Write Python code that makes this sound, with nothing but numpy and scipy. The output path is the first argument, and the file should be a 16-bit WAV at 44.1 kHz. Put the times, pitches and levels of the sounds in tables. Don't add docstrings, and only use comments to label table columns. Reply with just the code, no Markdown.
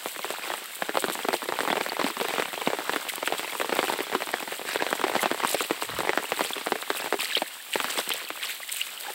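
import sys
import numpy as np
from scipy import signal
from scipy.fft import rfft, irfft, next_fast_len
from scipy.io import wavfile
from scipy.ndimage import map_coordinates

SR = 44100
rng = np.random.default_rng(int(sys.argv[2]) if len(sys.argv) > 2 else 0)


def transcribe(u):
    v = np.clip(np.atleast_2d(u).T, -1, 1)
    q = np.round(v * 32767).astype(np.int16)
    wavfile.write(sys.argv[1], SR, q)


N = 403074
TOP_HZ = 15800


def amp(db):
    return 10 ** (np.asarray(db) / 20)


def unit(x):
    return x / np.sqrt(np.mean(x ** 2) + 1e-20)


def gain(points, hz):
    point_hz, point_db = np.transpose(points)
    return amp(np.interp(np.log(hz + 1), np.log(point_hz + 1), point_db))


def curves(rows):
    knot_s, *columns = np.transpose(rows)
    return [np.interp(np.arange(N) / SR, knot_s, column) for column in columns]


def wobble(knots_per_s):
    knots = rng.standard_normal(int(N * knots_per_s / SR) + 4)
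    return map_coordinates(knots, [np.arange(N) * knots_per_s / SR])


def filtered(x, response):
    size = next_fast_len(len(x) + SR // 5)
    spectrum = rfft(x, size) * response(np.fft.rfftfreq(size, 1 / SR))
    return irfft(spectrum, size)[:len(x)]


def coloured(x, points):
    return unit(filtered(x, lambda hz: gain(points, hz)))


def causal(gains):
    cepstrum = irfft(np.log(np.maximum(gains, 1e-6)))
    half = cepstrum.shape[-1] // 2
    cepstrum[..., 1:half] *= 2
    cepstrum[..., half + 1:] = 0
    return np.exp(rfft(cepstrum))


def placed(start_s, sounds):
    first = np.round(np.maximum(start_s, 0) * SR).astype(int)
    at = first[:, None] + np.arange(sounds.shape[1])
    return np.bincount(at.ravel(), sounds.ravel(), N)[:N]


def grains(count, pitch_hz, log_scatter, cycles, spread_db, size):
    when, near, sign = rng.random((count, 3)).T
    hz = pitch_hz * np.exp(log_scatter * rng.standard_normal((count, 1)))
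    turns = np.clip(hz, 300, TOP_HZ) * np.arange(size) / SR
    strength = amp(-spread_db * np.log(1 - .99 * near)) * np.sign(sign - .5)
    rings = np.sin(2 * np.pi * turns) * np.exp(-turns / cycles)
    return unit(placed(when * N / SR, strength[:, None] * rings))


# (frequency [Hz], relative level [dB per Hz])
SLAP_SPECTRUM = [(30, -23), (100, -48), (220, -8.5), (420, 3.5), (620, 1), (900, 1.5), (1350, -7),
                 (1900, -7.5), (2700, -20), (4000, -20), (6000, -22), (16000, -81)]
# (frequency [Hz], relative level [dB per Hz])
CREASE_SPECTRUM = [(40, -37), (150, 15), (350, 16.5), (1000, 1.5), (2000, 10.5), (4000, -1), (6500, -6.5),
                   (16000, -27)]
# (frequency [Hz], relative level [dB], t60 [s])
PANEL_MODES = [(140, -42, .09), (270, -27, .07), (335, -23, .08), (380, -24, .085), (430, -21, .1),
               (540, -25, .055), (690, -27, .045), (825, -17, .03), (950, -20, .025), (1085, -23, .025)]
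SLAP_HZ, SLAP_S = 1000, .004
TICK_T60_S = .011


def cloth(start_s, level_db, pitch_hz, ring_db, crease_db, crease_t60_s, lag_hz, rib_db, rib_s, tick_db,
          size=3072):
    t, hz, count = np.arange(size) / SR, np.fft.rfftfreq(size, 1 / SR), len(start_s)
    ripples = np.cos(np.pi * np.outer(np.arange(3, 9), np.log(hz + 200) / np.log(20)))
    spot = amp(1.8 * rng.standard_normal((count, len(ripples))) @ ripples)

    lag = (lag_hz - 1j * hz) / (lag_hz + 1j * hz)
    slap_gain = spot * gain(SLAP_SPECTRUM, hz * SLAP_HZ / pitch_hz[:, None])
    slap = irfft(causal(slap_gain) * lag ** 2)
    slap *= np.sqrt(SLAP_S * SR) / np.linalg.norm(slap, axis=1, keepdims=True)

    trip_s = rib_s * (.5 + rng.random((count, 1)))
    echo = amp(rib_db) * irfft(rfft(slap) * np.exp(-2j * np.pi * hz * trip_s))

    noise = rng.standard_normal(count * size)
    scattered = coloured(noise, CREASE_SPECTRUM).reshape(count, size)
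    scattered *= amp(crease_db - 60 * t / crease_t60_s) * (1 - np.exp(-t / 0.00033))

    mode_hz, mode_db, t60_s = np.transpose(PANEL_MODES)[:, :, None]
    modes = amp(ring_db + mode_db - 60 * t / t60_s) * np.sin(2 * np.pi * mode_hz * t)
    blows = rng.standard_normal((count, len(PANEL_MODES))) @ modes
    tautness = np.exp(.1 * rng.standard_normal(count))
    ring = np.array([np.interp(t * k, t, blow, right=0) for k, blow in zip(tautness, blows)])

    burst_db = tick_db - 12 * rng.random((count, 1))
    tick = amp(burst_db - 60 * t / TICK_T60_S) * rng.standard_normal((count, size))

    drum = placed(start_s, amp(level_db)[:, None] * (slap + echo + scattered + ring + tick))
    highpass = signal.butter(2, 140, "highpass", fs=SR, output="sos")
    return signal.sosfilt(highpass, drum)


# (time [s], slap level [dB], slap pitch [Hz])
HEAVY_DROPS = [(0.0589, -23, 980), (0.162, -28, 1150), (0.1923, -26.0, 1180), (0.245, -24.5, 1000),
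               (0.3045, -24, 750), (0.5024, -23.5, 860), (0.5386, -24.5, 1400), (0.822, -19.0, 840),
               (0.8931, -21, 890), (0.9542, -20, 750), (0.9722, -16.5, 845), (1.0414, -16, 780),
               (1.0992, -22, 1050), (1.2502, -22.5, 734), (1.2863, -16.5, 770), (1.3303, -22.5, 1050),
               (1.3409, -19.0, 880), (1.4882, -19.0, 890), (1.5229, -21.5, 1140), (1.589, -22, 1180),
               (1.6057, -18, 960), (1.6827, -26, 870), (1.7025, -15.5, 816), (1.7282, -16, 840),
               (1.7556, -22.5, 905), (1.7786, -24, 910), (1.9933, -20, 710), (2.0142, -18, 1080),
               (2.0428, -16, 694), (2.0654, -36, 710), (2.2118, -16.5, 905), (2.2506, -22.5, 990),
               (2.3066, -25, 980), (2.3822, -18, 756), (2.3973, -17.5, 960), (2.4227, -21, 1170),
               (2.6178, -25.5, 1090), (2.6738, -14, 526), (2.7022, -23, 1020), (2.7326, -19.5, 1060),
               (2.7873, -23, 860), (2.8947, -17.5, 1000), (2.9349, -18.5, 1030), (2.9611, -15, 805),
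               (3.2296, -22.5, 970), (3.2754, -18.5, 1500), (3.3236, -18, 796), (3.5993, -20, 1250),
               (3.6143, -21, 1140), (3.6939, -20, 690), (3.7262, -17.5, 710), (3.7677, -24, 1110),
               (3.7902, -14, 790), (3.829, -19.5, 1000), (3.841, -24.5, 940), (3.899, -20, 960),
               (3.9377, -21.5, 820), (3.9894, -23.5, 920), (4.0053, -19.5, 890), (4.1262, -22.5, 950),
               (4.1503, -15.0, 880), (4.221, -22.5, 1250), (4.3399, -18.5, 930), (4.7583, -18, 910),
               (4.8073, -28, 790), (4.8229, -16.5, 905), (4.866, -21.5, 1260), (4.9283, -16, 930),
               (5.04, -14.0, 875), (5.1163, -25.5, 1030), (5.1531, -16, 820), (5.1621, -17.5, 600),
               (5.2309, -17.5, 960), (5.2579, -15, 1000), (5.3141, -16.0, 820), (5.4028, -27, 1600),
               (5.4358, -19.5, 1000), (5.4484, -17, 1020), (5.5448, -14.5, 710), (5.6065, -18, 1060),
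               (5.7086, -16, 704), (5.823, -20.5, 1040), (5.989, -20, 834), (6.0048, -19.5, 870),
               (6.0504, -26.5, 1000), (6.0726, -21.5, 910), (6.0932, -16.5, 1070), (6.133, -22, 1520),
               (6.1751, -14, 970), (6.3201, -15.5, 1050), (6.3931, -21.5, 1010), (6.4081, -16.5, 740),
               (6.565, -25, 720), (6.6703, -20.5, 1140), (6.7208, -15.5, 890), (6.9028, -16.5, 1040),
               (7.0212, -31, 1050), (7.1254, -17.5, 1090), (7.1417, -20, 850), (7.3688, -20, 980),
               (7.4194, -16.5, 736), (7.7567, -17, 950), (7.8017, -19.5, 1620), (7.8439, -22, 1220),
               (7.9896, -20.5, 980), (8.104, -24, 2100), (8.3036, -25, 1280)]


def heavy_drops():
    start_s, level_db, pitch_hz = np.transpose(HEAVY_DROPS)
    return cloth(start_s, level_db, pitch_hz, ring_db=10, crease_db=-8, crease_t60_s=.05,
                 lag_hz=1000, rib_db=-11, rib_s=.008, tick_db=-9)


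# (time [s], level [dB])
PATTER_LEVEL = [(0, -78), (.43, -33.5), (.72, -54.5), (1.02, -32), (1.35, -41), (1.73, -29), (2.9, -40),
                (3.85, -33), (4.6, -38.5), (5.15, -30.5), (5.75, -42.5), (6.11, -36.5), (6.7, -38),
                (7.12, -33), (7.55, -68), (7.97, -36.5), (8.8, -78), (9.14, -36.5)]


def light_drops(count=340, range_db=12):
    when, small = rng.random((count, 2)).T
    pitch_hz = 1000 * np.exp(.4 * small + .25 * rng.standard_normal(count))
    start_s = (np.arange(count) + 2 * when) / count * N / SR
    taps = cloth(start_s, -range_db * small, pitch_hz, ring_db=12, crease_db=-6, crease_t60_s=.05,
                 lag_hz=1500, rib_db=-13, rib_s=.008, tick_db=-9)
    return amp(curves(PATTER_LEVEL)[0]) * unit(taps)


# (time [s], length [s], slosh level [dB], spray level [dB])
SPLASHES = [(1.123, 0.026, -53, -40.5), (1.324, 0.047, -37.5, -48), (2.062, 0.025, -38, -44.5),
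            (2.383, 0.086, -56, -55), (3.086, 0.024, -35.5, -42.5), (3.257, 0.031, -35.5, -45),
            (3.838, 0.082, -43, -47.5), (4.675, 0.098, -39.5, -49), (5.463, .084, -41.5, -41.5),
            (5.57, 0.089, -39, -47), (5.813, 0.023, -36, -45), (6.374, 0.15, -44, -46),
            (6.966, 0.046, -39, -48), (7.207, 0.047, -32.5, -41.5), (7.288, 0.054, -41, -54),
            (7.353, 0.031, -33, -49.5), (7.731, 0.016, -30.5, -37.5), (7.9, 0.016, -34.5, -41.5),
            (7.972, 0.037, -35.5, -42.5), (8.103, 0.023, -28, -48), (8.422, 0.035, -32.5, -45),
            (8.49, 0.033, -36.5, -45), (8.69, .008, -36, -49), (8.739, .054, -48, -45),
            (8.802, 0.015, -34, -44)]
# (frequency [Hz], relative level [dB per Hz])
SLOSH_SPECTRUM = [(100, -37), (600, -33), (1200, -0.5), (2000, 11), (3600, 12.5), (5500, 16.5), (9000, -20),
                  (16000, -30)]
# (frequency [Hz], relative level [dB per Hz])
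HISS_SPECTRUM = [(500, -34), (3000, 7.5), (5500, -2), (8000, 1.5), (11000, 1), (16000, 5)]
FALLBACK_DB, FALLBACK_S = -12.5, 0.084


def splashes(slosh_gain_db=3, spray_gain_db=9.5):
    droplets = grains(count=7000, pitch_hz=2600, log_scatter=.5, cycles=3.2, spread_db=3.8, size=200)
    slosh = amp(slosh_gain_db) * coloured(droplets * amp(1.8 * wobble(160)), SLOSH_SPECTRUM)
    specks = grains(count=16000, pitch_hz=9500, log_scatter=.35, cycles=3, spread_db=3.8, size=64)
    spray = amp(spray_gain_db) * coloured(specks * amp(2.8 * wobble(120)), HISS_SPECTRUM)
    out = np.zeros(N)
    for start_s, length_s, slosh_db, spray_db in SPLASHES:
        first = int(max(start_s - length_s, 0) * SR)
        span = slice(first, min(int((start_s + .5) * SR), N))
        age_s = np.arange(N)[span] / SR - start_s
        swell = 1 / np.sqrt(1 + (2 * age_s / length_s - 1) ** 8)
        fading = np.exp(-np.abs(age_s - length_s) / FALLBACK_S)
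        fallback = (age_s > length_s) * amp(FALLBACK_DB) * fading
        water = amp(slosh_db) * slosh[span] + amp(spray_db) * spray[span]
        out[span] += np.maximum(swell, fallback) * water
    return out


# (time [s], level before damping and fade-in [dB], pitch [Hz])
NEAR_BUBBLES = [(1.718, -17, 3420), (1.896, -15, 4550), (4.799, -18.5, 1640), (5.192, -16, 2070),
                (6.533, -16, 3470), (7.32, -20, 1720), (7.333, -19, 3850), (7.352, -7.5, 3150),
                (8.12, -16, 3100), (8.814, -11.5, 2860), (9.082, -23, 820)]
BUBBLE_DB, BUBBLE_RANGE_DB, BUBBLE_HZ, BUBBLE_LOG_SPREAD = -21, 8, 2700, .33


def plinks(life_cycles=8, lesser_cycles=6, rise=0.077, count=80, size=2048):
    when, far = rng.random((count, 2)).T
    lesser_hz = BUBBLE_HZ * np.exp(BUBBLE_LOG_SPREAD * rng.standard_normal(count))
    lesser = [when * N / SR, BUBBLE_DB - BUBBLE_RANGE_DB * far, lesser_hz]
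    start_s, level_db, hz = np.hstack([np.transpose(NEAR_BUBBLES), lesser])
    turns = hz[:, None] * np.arange(size) / SR
    cycles = np.repeat([life_cycles, lesser_cycles], [len(NEAR_BUBBLES), count])
    lives = turns / cycles[:, None]
    tone = np.sin(2 * np.pi * turns * (1 + rise * (lives / 2 - 1) / 2))
    ring = tone * np.exp(-lives) * (1 - np.exp(-turns / 2))
    return placed(start_s, amp(level_db)[:, None] * ring)


# (time [s], noise level at onset before filtering [dB])
NEAR_SPATTER = [(0.3252, -23), (1.1368, -20), (1.2862, -17), (3.096, -20), (3.157, -13), (3.7522, -16.5),
                (5.9875, -18), (7.231, -22), (8.092, -11), (8.1369, -14), (9.0093, -18)]
SPATTER_DB, SPATTER_RANGE_DB = -21, 8
CRACK_T60_S = .009


def spatter(count=60, size=1024):
    when, far = rng.random((count, 2)).T
    lesser = [when * N / SR, SPATTER_DB - SPATTER_RANGE_DB * far]
    start_s, level_db = np.hstack([np.transpose(NEAR_SPATTER), lesser])
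    decay_db = 60 * np.arange(size) / SR / CRACK_T60_S
    cracks = rng.standard_normal((len(start_s), size)) * amp(level_db[:, None] - decay_db)
    brightness = [(200, -35), (1500, -10), (4000, -5), (16000, -0.5)]  # (Hz, dB)
    return filtered(placed(start_s, cracks), lambda hz: gain(brightness, hz))


# (time [s], puddle level [dB], hiss level [dB])
STREET_LEVELS = [(0, -41, -40), (1.3, -40.5, -40.5), (2.2, -38.5, -40.5), (3.7, -39, -40),
                 (5.6, -38, -41.5), (6.85, -41, -40.5), (7.6, -43.5, -41.5), (7.97, -38, -36.5),
                 (8.27, -43.5, -41), (9.14, -42, -39)]
# (frequency [Hz], relative level [dB per Hz])
PUDDLE_SPECTRUM = [(30, -45), (100, -8), (220, 3.5), (500, 8), (1000, 6.5), (2000, 6), (3600, 1.5),
                   (5000, 5), (8000, -0.5), (16000, -32)]


def street():
    puddle_db, hiss_db = curves(STREET_LEVELS)
    wash = coloured(rng.standard_normal(N), PUDDLE_SPECTRUM)
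    ticks = grains(count=9000, pitch_hz=2400, log_scatter=.6, cycles=2, spread_db=3.6, size=160)
    plips = grains(count=420, pitch_hz=2900, log_scatter=.27, cycles=7, spread_db=2.4, size=800)
    near = coloured(ticks, PUDDLE_SPECTRUM) + amp(-6.5) * plips
    near *= amp(-3.5 + 1.5 * wobble(45))
    water = amp(puddle_db + 2.3 * wobble(13)) * (amp(-4.0) * wash + near)
    specks = grains(count=16000, pitch_hz=10500, log_scatter=.35, cycles=2, spread_db=3.8, size=64)
    fizz = amp(-3.5 + 3.8 * wobble(50)) * coloured(specks, HISS_SPECTRUM)
    hiss = coloured(rng.standard_normal(N), HISS_SPECTRUM)
    return water + amp(hiss_db + 0.83 * wobble(11.0)) * (amp(-1.0) * hiss + fizz)


RUMBLE_S, RUMBLE_WIDTH_S, RUMBLE_DB = 5.95, .07, -39


def rumble():
    spectrum = [(20, -28), (55, -9), (95, 0), (170, -2), (260, -20), (800, -70)]  # (Hz, dB)
    low = coloured(rng.standard_normal(N), spectrum)
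    envelope = np.exp(-((np.arange(N) / SR - RUMBLE_S) / RUMBLE_WIDTH_S) ** 2)
    return amp(RUMBLE_DB) * envelope * low


def scene():
    overhead = heavy_drops() + light_drops()
    around = splashes() + plinks() + spatter() + street() + rumble()
    return (overhead + around)[None]


# (frequency [Hz], gain [dB])
MICROPHONE_RESPONSE = [(25, -30.5), (50, -7), (75, -8.5), (110, -7), (3900, 2.5), (5400, -5), (6700, -6),
                       (7500, 0), (8300, 2.5), (9300, -2.5), (11000, -3), (12800, -1.5), (14200, -4),
                       (15600, -3)]


def record(dry):
    x = filtered(dry[0], lambda hz: gain(MICROPHONE_RESPONSE, hz))
    x = x / (1 + np.abs(x / .55) ** 4) ** (1 / 4)
    return filtered(x, lambda hz: hz < TOP_HZ)[None]


dry = scene()
out = record(dry)
transcribe(out)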